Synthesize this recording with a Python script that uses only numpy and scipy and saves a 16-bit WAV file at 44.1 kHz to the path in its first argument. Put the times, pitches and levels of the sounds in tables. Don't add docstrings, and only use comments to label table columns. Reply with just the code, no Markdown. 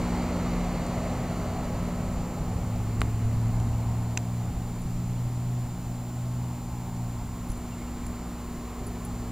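import sys
import numpy as np
from scipy import signal
from scipy.fft import rfft, irfft, next_fast_len
from scipy.io import wavfile
from scipy.ndimage import uniform_filter1d

SR = 44100
rng = np.random.default_rng(int(sys.argv[2]) if len(sys.argv) > 2 else 0)


def makeup_ratio(level_db):
    decades = np.asarray(level_db, float) / 20
    return 10 ** decades


def file_out(sig):
    cols = np.atleast_2d(sig).T
    lim = np.clip(cols, -1, 1)
    pcm = np.round(lim * 32767).astype(np.int16)
    wavfile.write(sys.argv[1], SR, pcm)


N = 410571
T = np.arange(N) / SR


def curves(table):
    s, *columns = np.transpose(table)
    return [np.interp(T, s, c) for c in columns]


def walk(rate):
    k = int(SR / rate)
    held = np.repeat(rng.standard_normal(N // k + 1), k)
    return 1.55 * uniform_filter1d(uniform_filter1d(held, k), k)[:N]


def tone(hz, db, wobble_db=0., rate=6.):
    turns = np.cumsum(hz / SR + 0 * T) + rng.random()
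    return np.sqrt(2) * makeup_ratio(db + wobble_db * walk(rate)) * np.sin(2 * np.pi * turns)


def share(spectrum, hz, lo_hz, hi_hz):
    f, db = np.transpose(spectrum)

    def density(at_hz):
        return makeup_ratio(2 * np.interp(np.log(at_hz), np.log(f), db))

    return density(hz) / np.sum(density(np.arange(lo_hz, hi_hz)))


def swells(base_db, events):
    return makeup_ratio(2 * base_db) + sum(makeup_ratio(2 * db) * np.exp(-((T - s) / half) ** 2) for s, db, half in events)


def add(x, s, sound):
    i = int(s * SR)
    x[i:i + len(sound)] += sound[:N - i]


def ring(hz, t60, rise=0.00025, sag=0.):
    t = T[:int(.3 * SR)]
    bent = t + sag * 0.00069 * (1 - np.exp(-t / 0.00067))
    return np.sin(2 * np.pi * hz * bent) * 1000. ** (-t / t60) * (1 - np.exp(-t / rise))


def distance_m():
    # start_s, distance_m
    path = [(0, 1.01), (.6, 1.14), (1.2, 1.37), (1.9, 1.92), (2.5, 2.6), (3.3, 2.9), (4.2, 3.6), (5.3, 4.4),
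            (7.1, 5.2), (9.31, 5.1)]
    return curves(path)[0]


def heard_db(db_at_1m, loss, fence_db, turn_db):
    behind_fence = (1 + np.tanh((T - 2.78) / 0.18)) / 2
    facing_wall = (1 + np.tanh((T - 7.3) / 0.27)) / 2
    return db_at_1m - loss * 20 * np.log10(distance_m()) + fence_db * behind_fence + turn_db * facing_wall


def fan_db():
    return heard_db(-40.5, 0.71, fence_db=-7, turn_db=2.5)


def near_compressor():
    # order, start_level_db
    orders = [(1, -43), (5, -52), (6, -51.5), (7, -51.5), (13, -58), (14, -57), (15, -69), (17, -56),
              (18, -66), (19, -54), (20, -58.5), (21, -60.5), (22, -56.5), (23, -68), (25, -93),
              (30, -67.5), (32, -71), (36, -64.5), (39, -65), (43, -81), (78, -70)]
    shaft_hz = 58.88
    out = tone(3 * shaft_hz, heard_db(-33, 0.62, fence_db=-0.7, turn_db=-3.5), 1.46, 9.5)
    fade_db = 0.83 * (fan_db() - fan_db()[SR])
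    return out + sum(tone(round(k) * shaft_hz, db + fade_db, 1.55, 2.55) for k, db in orders)


def far_compressor():
    # order, level_db
    orders = [(1, -47), (10, -65.5), (17, -81), (18, -60.5), (19, -75), (20, -81), (21, -80), (23, -69),
              (25, -71), (26, -75.5)]
    shaft_hz, far_db = 58.97, heard_db(-0.5, 0.24, fence_db=2.5, turn_db=2)
    return sum(tone(round(k) * shaft_hz, db + far_db, 2.1, 2.52) for k, db in orders)


def mains_buzz():
    # order, level_db
    orders = [(2, -53), (6, -60.5), (8, -69)]
    mains_hz = 59.95
    out = tone(4 * mains_hz, heard_db(-36, 0.64, fence_db=0.93, turn_db=3), 1.03, 5.5)
    return out + sum(tone(round(k) * mains_hz, db, 1.1, 2.57) for k, db in orders)


def fan_blades():
    blade_hz = 42.8
    blade_db = heard_db(-34.5, 1.16, fence_db=1.5, turn_db=1) + 2.0 * walk(4.5)
    return tone(blade_hz, blade_db - 2.0, 1.7) + tone(2 * blade_hz, blade_db - 11.5, 2.8)


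def fan_rush():
    # pitch_hz, density_db (per Hz)
    colour = [(40, -18), (100, -5.5), (160, -9), (280, -14), (400, -18), (500, -13), (640, -14.5),
              (1000, -21), (1300, -30), (1600, -41.5), (2600, -52), (4000, -90)]
    level = makeup_ratio(2 * fan_db())
    return lambda hz: level * share(colour, hz, 375, 602)


def grille_hiss():
    # pitch_hz, density_db (per Hz)
    colour = [(760, -14), (1300, -2), (1600, -7.5), (2100, -4), (2500, -9), (3000, -10.5), (3480, -18.5),
              (3950, -10.5), (4500, -10.5), (5000, -20.5), (6800, -13.5), (7800, -20), (9000, -23),
              (11700, -49), (19800, -120)]
    level = makeup_ratio(2 * heard_db(-47, 0.98, fence_db=-0.26, turn_db=3.5))
    return lambda hz: level * share(colour, hz, 1870, 4650)


def wall_gap():
    level = makeup_ratio(2 * heard_db(-50, 0.32, fence_db=2.5, turn_db=-2)) * makeup_ratio(2.2 * walk(4.5)) / 200
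    centre = np.log2((660 + 25 * distance_m()) * (1 + .03 * walk(2.5)))  # Hz, plus Hz per metre
    return lambda hz: level * np.maximum(1 - ((np.log2(hz) - centre) / 0.48) ** 2, 0) ** 2


def wind():
    # pitch_hz, density_db (per Hz)
    colour = [(15, -6.5), (30, -2.5), (50, -6), (80, -6), (130, -9), (220, -15), (400, -46), (800, -90)]
    # start_s (the peak), peak_db, half_length_s
    gusts = [(0, -50, .3), (1.8, -43, 0.35), (2.599, -40, 0.14), (3.3, -39.5, .4), (3.8, -42.5, .3),
             (4.55, -45, 0.18), (5.1, -43, .35), (5.8, -46, 0.37), (7.05, -47, .3), (8.1, -51, 0.73)]
    level = swells(-54, gusts) * makeup_ratio(4.7 * walk(11))
    return lambda hz: level * share(colour, hz, 18.3, 37.0)


def road():
    # pitch_hz, density_db (per Hz)
    colour = [(100, -62), (260, 2.5), (450, 6), (650, -65), (1050, 1.5), (1400, -17), (2500, -22),
              (4000, -45), (8000, -80)]
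    # start_s (the peak), peak_db, half_length_s
    cars = [(.9, -60, 1.2), (3.0, -49.5, 0.11), (3.55, -48, 0.58), (4.7, -52.5, .2), (8.1, -51, 0.69),
            (8.75, -47.5, .25), (9.25, -50, .2)]
    level = swells(-59.5, cars)
    return lambda hz: level * share(colour, hz, 200, 1500)


def yard():
    # pitch_hz, density_db (per Hz)
    colour = [(120, -4), (200, -9), (249, -3.5), (288, -2), (497, -21.5), (743, -12), (1780, -25.5),
              (2180, -25.5), (5820, -28), (6730, -41), (7370, -23), (7930, -28), (13900, -28), (14700, -21),
              (15600, -40)]
    level = makeup_ratio(2 * (-44.5 - 3.5))
    return lambda hz: level * share(colour, min(hz, 13900), 257, 16500)


def air():
    moving = [fan_rush(), grille_hiss(), wall_gap(), wind(), road()]
    steady = yard()
    size = next_fast_len(N)
    octave = np.log2(np.arange(1, size // 2 + 2) * SR / size)
    white, out = rfft(rng.standard_normal(size)) * np.sqrt(SR / 2), np.zeros(N)
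    for hz in 16 * 2 ** (np.arange(61) / 6):
        slope = np.clip(6 * (octave - np.log2(hz)), -1, 1)
        band = irfft(white * np.cos(np.pi / 2 * slope) ** 2, size)[:N]
        power = sum(source(hz) for source in moving)
        flicker = makeup_ratio(2.0 * (hz / 500) ** -.25 * walk(4.6))
        out += band * np.sqrt(power * flicker + steady(hz))
    return out


def step_bumps():
    # start_s, peak_db, pitch_hz, t60_s
    bumps = [(2.401, -20, 45, 0.097), (2.56, -16, 70, 0.076), (2.995, -13, 55, 0.087), (3.14, -19, 45, .08),
             (3.25, -19, 28, .12), (3.36, -14, 35, .09), (3.74, -20, 60.2, .08), (4.566, -13.5, 62, .09),
             (4.85, -14, 132, 0.068), (4.85, -16, 45, .07), (7.497, -15.5, 45.3, 0.1)]
    out = np.zeros(N)
    for s, db, hz, t60 in bumps:
        add(out, s, makeup_ratio(db) * (ring(hz, t60, 0.0051) + 0.34 * ring(1.58 * hz, 0.7 * t60, 0.0058)))
    return out


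def dry_snap(lo_hz, hi_hz, hi_db, t60):
    wood = ring(lo_hz, t60, sag=0.93 * (1050 / lo_hz) ** 2)
    for gain, ratio, length in [(0.42, 1.9, 1), (0.35, 0.61, 1.85), (0.12, 0.406, 4)]:
        wood = wood + gain * ring(ratio * lo_hz, length * t60)
    fibre = ring(hi_hz, t60)
    for gain, ratio, length in [(0.48, 1.08, 0.65), (0.34, .61, 1.06), (0.66, 1.17, 1),
                                (.5, 0.876, 0.88), (0.12, 1.3, 1)]:
        fibre = fibre + gain * ring(ratio * hi_hz, length * t60)
    return wood + makeup_ratio(hi_db) * fibre


def twigs_and_grass():
    # start_s, peak_db, low_ring_hz, high_ring_hz, high_ring_db
    snaps = [
        (3.0166, -11.5, 1080, 2400, -11),
        (3.0157, -29, 3840, 9000, -7),
        (4.1731, -27.5, 2040, 2300, -1),
        (4.1743, -14.5, 2470, 6350, 1.5),
        (3.6, -40.5, 3000, 7000, 6),
    ]
    # start_s, peak_db, high_ring_hz, t60_s
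    cracks = [(.864, -49.5, 7540, 0.022), (3.0072, -42, 7400, .014), (7.5, -56, 6600, .04),
              (7.517, -55, 6100, .025), (8.066, -53, 7500, .03), (8.87, -55, 7700, .03)]
    breaks = [(*row, .0078) for row in snaps]
    breaks += [(s, db, 4640, hz, 10.5, t60) for s, db, hz, t60 in cracks]
    out = np.zeros(N)
    for s, db, lo_hz, hi_hz, hi_db, t60 in breaks:
        rattle = 0.19 * rng.standard_normal(900) * np.exp(-T[:900] / 0.0018)
        add(out, s, makeup_ratio(db) * dry_snap(lo_hz, hi_hz, hi_db, t60))
        add(out, s, makeup_ratio(db) * uniform_filter1d(rattle, size=2))
    return out


def strap_ring():
    # start_s, peak_db
    ticks = [(4.8184, -46), (7.4864, -47), (7.4994, -40.5), (7.5163, -38), (7.5727, -44), (8.0646, -38.5),
             (8.8662, -39), (8.8774, -43), (9.0488, -34.5)]
    # pitch_hz, level_db, t60_s
    modes = [(6660, -14, 0.034), (7600, -10, 0.02), (8900, -10, .025), (9690, -4, 0.054),
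             (10300, -1, 0.039), (11600, -4.5, .025), (13600, -10, .02)]
    out = np.zeros(N)
    for s, db in ticks:
        for hz, mode_db, t60 in modes:
            strike_db, detune = 2.1 * rng.standard_normal(), 1 + .012 * rng.standard_normal()
            add(out, s, makeup_ratio(db - 3.5 + mode_db + strike_db) * ring(hz * detune, t60, .0005))
    return out


def chopper_whine():
    out = tone(7170.2, -56.5) * np.tanh(16.0 * np.sin(np.pi * 54.37 * T))
    for hz, q, db in [(7100, 21, -58.0), (6400, 12, -51.0)]:
        out = out + makeup_ratio(db) * signal.lfilter(*signal.iirpeak(hz, q, SR), rng.standard_normal(N))
    return out


def sensor_whine():
    # start_s, phase_slip_turns (per frame)
    slip = [(0.0, 0.1), (0.42, 1.28), (1.6, 1.3), (1.85, 0.79), (2.22, 0.94), (2.85, -1.95), (3.05, -2.18),
            (3.5, -1.8), (4.0, -0.71), (4.4, -0.06), (4.7, 0.21), (5.85, 0.26), (7.0, -0.15), (7.4, -0.8),
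            (7.62, -0.96), (8.25, -2.88), (8.43, -2.96), (9.31, 1.25)]
    # start_s, end_s
    spells = [(0, 0.28), (.95, 1.25), (2, 2.4), (2.92, 3.22), (5.9, 6.25), (7.1, 7.25), (7.65, 8.25),
              (9.05, 9.31)]
    frame = (T * 29.65).astype(int)
    turns = 14884 * T + np.cumsum(curves(slip)[0] * np.diff(frame, prepend=0))
    spell = uniform_filter1d(sum((T > a) * (T < b) * 1. for a, b in spells), size=800)
    half_pitch = makeup_ratio(-68.5 + 9 * spell) * np.sin(np.pi * turns)
    return makeup_ratio(-56.5) * np.sin(2 * np.pi * turns) + half_pitch


def engine():
    # start_s, firing_hz, level_db
    throttle = [(.8, 91.97, -43), (1.3, 93, -40), (1.92, 97.7, -39), (2.3, 103, -45.5), (2.72, 107.4, -29),
                (3.68, 114.0, -27), (4.41, 116.1, -30.5), (4.75, 117, -36), (5.55, 122.5, -28),
                (5.74, 119.2, -38), (6.43, 122.5, -28.5), (6.68, 122.0, -40.5), (7.0, 119.3, -32.5),
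                (7.35, 111.7, -41), (7.66, 104.3, -43), (8.3, 103, -54), (8.75, 107.2, -47),
                (9.24, 110.5, -39.5)]
    hz, db = uniform_filter1d(curves(throttle), size=4000)
    main = tone(hz, db, 1.02, 14) + tone(hz * 2 / 3, db - 18, 3.6)
    main_fade = np.clip((T - .8) / .15, 0, 1)
    pull_fade = np.clip(np.minimum(T - 0.77, 2.7 - T) / 0.14, 0, 1)
    return main_fade * main + pull_fade * tone(1.4 * hz, -40.5, 2.5, 8.4)


def bird():
    # start_s, length_s, start_hz, end_hz, level_db
    chirps = [
        (7.705, .05, 2805, 2730, -61),
        (7.765, .045, 2150, 2080, -61),
        (7.805, .035, 2130, 2220, -59),
        (7.86, .04, 2750, 2790, -62),
        (8, .035, 2200, 2150, -61),
        (8.025, .04, 2250, 2500, -63),
    ]
    out = np.zeros(N)
    for s, length, start_hz, end_hz, db in chirps:
        n = int(length * SR)
        turns = np.cumsum(np.linspace(start_hz, end_hz, n)) / SR
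        add(out, s, 2 * makeup_ratio(db) * np.hanning(n) ** .5 * np.sin(2 * np.pi * turns))
    return out


def scene():
    units = near_compressor() + far_compressor() + mains_buzz() + fan_blades()
    handling = step_bumps() + twigs_and_grass() + strap_ring()
    electronics = chopper_whine() + sensor_whine()
    return np.tile(units + air() + handling + electronics + engine() + bird(), (2, 1))


def roll_off(x):
    return signal.sosfilt(signal.butter(12, 15710, fs=SR, output="sos"), x)


def record(dry):
    cut = signal.sosfilt(signal.ellip(10, .2, 60, 15750, fs=SR, output="sos"), dry)
    left, right = np.roll(cut[0], shift=1), cut[1]
    mid = (left + right) / 2
    side = signal.sosfiltfilt(signal.butter(4, 620, "high", fs=SR, output="sos"), (left - right) / 2)
    last_band = signal.sosfiltfilt(signal.ellip(8, .1, 50, 15200, "high", fs=SR, output="sos"), mid)
    gate = np.repeat(rng.random(N // 1024 + 1) < .36, 1024)[:N] * 1.
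    dropped = uniform_filter1d(gate, size=500)
    dc_offset = .0017
    return roll_off(mid - dropped * last_band + np.array([side, -side]) + dc_offset)


dry = scene()
out = record(dry)
file_out(out)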